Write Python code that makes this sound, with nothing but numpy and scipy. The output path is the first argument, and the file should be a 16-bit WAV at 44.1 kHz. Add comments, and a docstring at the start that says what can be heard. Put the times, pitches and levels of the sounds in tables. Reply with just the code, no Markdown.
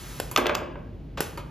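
"""A small pneumatic sorter on a table in a hard-walled room, straight ahead of a stereo microphone.
Air hisses until a valve pops; the actuator knocks and the released block clatters into a plastic bin.
A second after the first pop the actuator moves back: a clack, another pop, a fading exhaust and a
knock at the end stop. Ventilation rumbles underneath throughout."""
import sys
import numpy as np
from scipy import signal
from scipy.fft import rfft, irfft
from scipy.io import wavfile

SR = 44100
rng = np.random.default_rng(int(sys.argv[2]) if len(sys.argv) > 2 else 0)


def file_out(sig):
    """Save sig as 16-bit WAV at sys.argv[1]."""
    # one column per channel
    cols = np.atleast_2d(sig).T
    # limit, then scale
    lim = np.clip(cols, -1, 1)
    pcm = np.round(lim * 32767).astype(np.int16)
    wavfile.write(sys.argv[1], SR, pcm)


N = 66150

# landings of the block: start_s, knock_db, edge_db, wall_db, boom_db, hollow_db, contact_cutoff_hz
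BLOWS = [(.3618, -5.5, -15, -27, -60, -64, 10960), (0.3749, -22.5, -17.5, -26, -32, -23, 6000),
         (.3795, -30.5, -42, -18.5, -23, -36, 3000), (0.4576, -22.5, -37.5, -23, -31, -43, 4000),
         (0.4673, -17.5, -21, -23, -38, -40, 8000), (0.4949, -21.5, -32.5, -21, -41.5, -18.5, 3500),
         (.547, -25, -29, -59, -73, -55, 9000), (.5512, -23.5, -16, -29, -48.5, -42, 12000),
         (0.615, -52.5, -75, -34, -36.5, -52, 2000), (.756, -35.5, -81, -37.5, -49, -39.5, 1700)]


def block():
    """The block tumbles into the bin: its body knocks and its corners click."""
    # modes of the block knocking on the bin: pitch_hz, level_db, t60_s
    knock_modes = [(1106, -6, 0.014), (1245, -3.5, 0.025), (2626, -3.5, 0.0098), (3497, -1.5, 0.01),
                   (4327, -11, 0.017), (5080, -17.5, 0.008), (6404, -13.5, 0.0079)]
    # spectrum of a corner's click: frequency_hz, gain_db
    edge_spectrum = [(500, -7.5), (2000, 3), (3500, 3.5), (6500, -2), (8000, -7), (10000, -12.5),
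                     (12200, -9.5), (15000, -19.5)]
    edges = sum(burst(start, db, t60=0.018) for start, _, db, *_ in BLOWS)
    knocks = sum(soften(ring(start, db, knock_modes), cutoff) for start, db, *_, cutoff in BLOWS)
    return knocks + colour(edges, edge_spectrum)


def plastic_bin():
    """Each landing shakes the walls of the bin; flat ones also make it boom and knock hollowly."""
    # low modes of the bin: pitch_hz, level_db, t60_s
    boom_modes = [(232.9, -10.5, .4), (274.2, -6, 0.34), (353.6, -1, 0.44), (465, -3, 0.19),
                  (512, -5.5, 0.2), (554.4, -3.5, 0.25), (622, -10.5, .3), (910, -15, 0.13),
                  (1003, -27.5, 0.067), (1105, -6.5, .18), (1253, -15.5, .16), (1650, -9.5, .2)]
    # hollow modes of its floor: pitch_hz, level_db, t60_s
    floor_modes = [(610.6, -1, 0.067), (708, -13.5, 0.066), (895, -1.5, 0.027), (1566, -3, 0.04)]
    # spectrum of the dense modes of its walls: frequency_hz, gain_db
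    wall_spectrum = [(120, -17), (300, 0.5), (550, 0), (800, 3), (1100, -1), (1600, -3.5), (2100, -3),
                     (3000, -10), (4500, -17), (7500, -30), (15000, -43.5)]
    body = sum(ring(start, boom_db, boom_modes) + ring(start, hollow_db, floor_modes)
               for start, *_, boom_db, hollow_db, _ in BLOWS)
    walls = sum(soften(burst(start, db, t60=0.064), cutoff) for start, _, _, db, *_, cutoff in BLOWS)
    return body + colour(walls, wall_spectrum)


def valve():
    """Each pop is a pressure thump, a crack, a ping and a spit of air; an open line leaks and hisses."""
    # valve pops: start_s, thump_db, thump_pitch_hz, crack_db, crack_t60_s, spit_db
    pops = [(0.2001, -16, 500, -21, 0.025, -46.5), (1.2055, -10, 383, -16, .016, -31.5)]
    # air leaking through the valve: time_s, level_db
    leak_levels = [(0, -44), (.195, -44), (.225, -44.5), (.35, -54.5), (.42, -86), (1.195, -90),
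                   (1.215, -46.5), (1.27, -46), (1.36, -55.5), (1.42, -65.5)]
    # spectrum of escaping air: frequency_hz, gain_db
    air_spectrum = [(150, -30.5), (400, -8.5), (1300, -3.5), (2500, -6.5), (5000, -8.5), (7500, -8),
                    (10000, -4), (12500, -12), (15000, -19)]
    # spectrum of the crack: frequency_hz, gain_db
    crack_spectrum = [(150, -12), (500, 8), (1400, 3.5), (1850, 2.5), (3000, 1.5), (4400, -6), (5200, -2.5),
                      (6300, -22.5), (7400, 4.5), (10000, -1.5), (12500, -5), (15000, -13)]
    # modes of the metal valve body: pitch_hz, level_re_crack_db, t60_s
    ping_modes = [(1520, -9, 0.04), (3280, -10.5, 0.017), (5300, -8, 0.013), (7435, -4.5, 0.013),
                  (11600, -7, 0.012), (12640, -8.5, .012)]
    t = np.arange(N) / SR
    thump = sum(-undb(db) * fade(start, t60=0.011) * np.sin(2 * np.pi * hz * (t - start))
                for start, db, hz, *_ in pops)
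    thump = signal.sosfilt(signal.butter(2, 188, "high", fs=SR, output="sos"), thump)
    crack = sum(burst(start, db, t60) for start, _, _, db, t60, _ in pops)
    spit = sum(burst(start, db, t60=0.23) for start, *_, db in pops)
    leak_db = np.interp(t, *np.array(leak_levels).T)
    leak = undb(leak_db) * rng.standard_normal(N)
    ping = sum(ring(start, db, ping_modes) for start, _, _, db, _, _ in pops)
    return thump + ping + colour(crack, crack_spectrum) + colour(spit + leak, air_spectrum)


def actuator():
    """The piston knocks at the ends of its stroke and shakes the metal frame."""
    # knocks of the piston: start_s, frame_db, rattle_db, rattle_t60_s, tick_db
    stops = [(.313, -37, -41.5, 0.26, -31.5), (0.375, -61, -44, .1, -26.5), (1.173, -42, -28, 0.14, -64.5),
             (1.3745, -32, -35.5, 0.14, -43.5)]
    # modes of the frame: pitch_hz, level_db, t60_s
    frame_modes = [(349, -6.5, 0.36), (561, -8.5, 0.087), (924, -0.5, 0.037), (996, -1, 0.092),
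                   (1220, -2, 0.071), (2148, -7, 0.045), (2470, -10, 0.051), (2600, -17, 0.049),
                   (3079, -15, 0.03), (4600, -8, 0.048)]
    # spectrum of the rattle: frequency_hz, gain_db
    rattle_spectrum = [(150, -33.5), (500, 6.5), (1200, 5.5), (2000, -3.5), (3000, -1), (5000, -11.5),
                       (7500, -15.5), (12000, -24), (15000, -29.5)]
    # spectrum of the treble tick: frequency_hz, gain_db
    tick_spectrum = [(1000, -16), (4000, -34), (7000, 3), (10000, 4), (12000, 6.5), (15000, -10)]
    frame = sum(ring(start, db, frame_modes) for start, db, *_ in stops)
    rattle = sum(burst(start, db, t60, attack_s=0.0016) for start, _, db, t60, _ in stops)
    tick = sum(burst(start, db, t60=0.06) for start, *_, db in stops)
    return frame + colour(rattle, rattle_spectrum) + colour(tick, tick_spectrum)


def room(x):
    """Early reflections from nearby surfaces, then a diffuse tail whose treble dies first."""
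    # reverberation time: frequency_hz, t60_s
    decay_times = [(150, 1.16), (500, 0.79), (1200, 0.66), (3000, 0.58), (6000, 0.33), (12000, 0.2)]
    # spectrum of the reverberation: frequency_hz, gain_db
    echo_spectrum = [(100, -12.5), (300, 0), (1000, -4.5), (3000, -4), (6000, -9), (12000, -9)]
    build_s, early_db = 0.0098, -6.5
    t = np.arange(N) / SR
    build_up = 1 - np.exp(-(t / build_s) ** 2)
    noise_spectrum = rfft(stereo_noise(), 2 * N)
    centres = [hz for hz, _ in decay_times]
    tail = 0
    for share, (_, t60) in zip(np.eye(len(centres)), decay_times):
        band_gain = curve(list(zip(centres, share)), freqs())  # overlapping triangular bands
        band = irfft(noise_spectrum * band_gain)[:, :N]
        envelope = fade(0, t60) * build_up
        tail = tail + band * envelope / np.linalg.norm(envelope)
    early = fade(start=0.013, t60=0.1)
    response = tail + undb(early_db) * stereo_noise() * early / np.linalg.norm(early)
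    response = colour(response, echo_spectrum, keep_level=False)
    return signal.fftconvolve(x[None], response, axes=1)[:, :N]


def ventilation():
    """Room tone: a steady low rumble, nearly the same in both channels."""
    # spectrum of the rumble: frequency_hz, gain_db
    rumble_spectrum = [(20, -34.5), (30, -22.5), (40, -10), (50, 5.5), (65, -3.5), (95, -3), (130, -4),
                       (160, -2.5), (195, -11.5), (260, -10.5), (360, -16.5), (480, -22), (800, -30.5),
                       (1200, -39), (3000, -42), (8000, -59), (12000, -58.5), (15000, -67.5)]
    return undb(-39.5) * colour(stereo_noise(), rumble_spectrum)


def stereo_noise():
    """Diffuse noise in two channels, alike in the bass."""
    # width of diffuse sound at the microphone: frequency_hz, side_over_mid_db
    width = [(30, -23.5), (70, -21), (140, -14), (280, -13.5), (550, -4.5), (1200, -2.5), (2500, -31.5),
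             (12000, -5)]
    mid, side = rng.standard_normal((2, N))
    side = colour(side, width, keep_level=False)
    return np.array([mid + side, mid - side])


def ring(start, db, modes):
    """Struck modes of alternating polarity; each blow lands a little differently."""
    scatter_db = 0.58
    age = np.arange(N) / SR - start
    strengths = undb(db + scatter_db * rng.standard_normal(len(modes)))
    return sum((-1) ** k * strengths[k] * undb(mode_db) * fade(start, t60) * np.sin(2 * np.pi * hz * age)
               for k, (hz, mode_db, t60) in enumerate(modes))


def burst(start, db, t60, attack_s=1e-5):
    """A dying puff of noise."""
    age = np.maximum(np.arange(N) / SR - start, 0)
    rise = 1 - np.exp(-age / attack_s)
    return undb(db) * fade(start, t60) * rise * rng.standard_normal(N)


def fade(start, t60):
    """A sudden start, then a fall of 60 dB every t60 seconds."""
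    age = np.arange(N) / SR - start
    return (age >= 0) * 1000. ** (-np.clip(age / t60, 0, 10))


def soften(x, cutoff_hz):
    """A softer contact pushes for longer and leaves out the treble."""
    return signal.sosfilt(signal.butter(2, cutoff_hz, fs=SR, output="sos"), x)


def colour(x, spectrum, keep_level=True):
    """Minimum-phase filter of the given shape; with keep_level, white noise keeps its level."""
    gain = undb(curve(spectrum, freqs()))
    if keep_level:
        gain = gain / np.sqrt(np.mean(gain ** 2))
    cepstrum = irfft(np.log(gain))
    lag = np.arange(2 * N)
    causal_fold = 1 + np.sign(N - lag) - (lag == 0)
    response = np.exp(rfft(cepstrum * causal_fold))
    return irfft(rfft(x, 2 * N) * response)[..., :N]


def curve(points, hz):
    """Read a table on a log-frequency axis."""
    table_hz, values = np.array(points, float).T
    return np.interp(np.log(hz + 1), np.log(table_hz), values)


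def freqs():
    """Frequency axis of a double-length transform."""
    return np.arange(N + 1) * SR / (2 * N)


def undb(db):
    """Decibels to gain."""
    return 10 ** (np.asarray(db) / 20)


def scene():
    """Machine and block straight ahead of the microphone, the room all around."""
    # how much of the block's clicking reaches the room: frequency_hz, gain_db
    click_send = [(1000, -2), (2700, -4), (4500, -5.5), (7000, -4), (12000, -3)]
    air, piston, clicks, thuds = valve(), actuator(), block(), plastic_bin()
    room_clicks = colour(clicks, click_send, keep_level=False)
    into_room = undb(-4.5) * air + undb(-1) * piston + room_clicks + undb(0.5) * thuds
    return air + piston + clicks + thuds + room(into_room) + ventilation()


def record(dry):
    """The microphone's two ports differ in phase; it notches the treble and cuts the top."""
    # phase of the left port ahead of the right: frequency_hz, lead_rad
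    port_phase = [(100, 0), (700, -.15), (2000, .15), (3200, .55), (5080, .7), (5770, -1.5), (6700, -.7),
                  (7600, -2.2), (9900, -3.9), (11500, -5.1), (13200, -6.2), (16000, -6.4)]
    # treble response of the microphone: frequency_hz, gain_db
    mic_response = [(9500, 0), (12000, -1), (13300, 2), (14300, -5), (15700, -11)]
    notch_hz, notch_width_hz, notch_db, top_hz = 9000, 294, -16, 15700
    hz = freqs()
    notch = undb(notch_db * np.exp(-((hz - notch_hz) / notch_width_hz) ** 2))
    treble = undb(curve(mic_response, hz))
    phase_shift = np.exp(0.5j * curve(port_phase, hz) * np.array([[1], [-1]]))
    heard = irfft(rfft(dry, 2 * N) * notch * treble * phase_shift)[:, :N]
    return signal.sosfilt(signal.ellip(8, 0.2, 80, top_hz, fs=SR, output="sos"), heard)


dry = scene()
out = record(dry)
file_out(out)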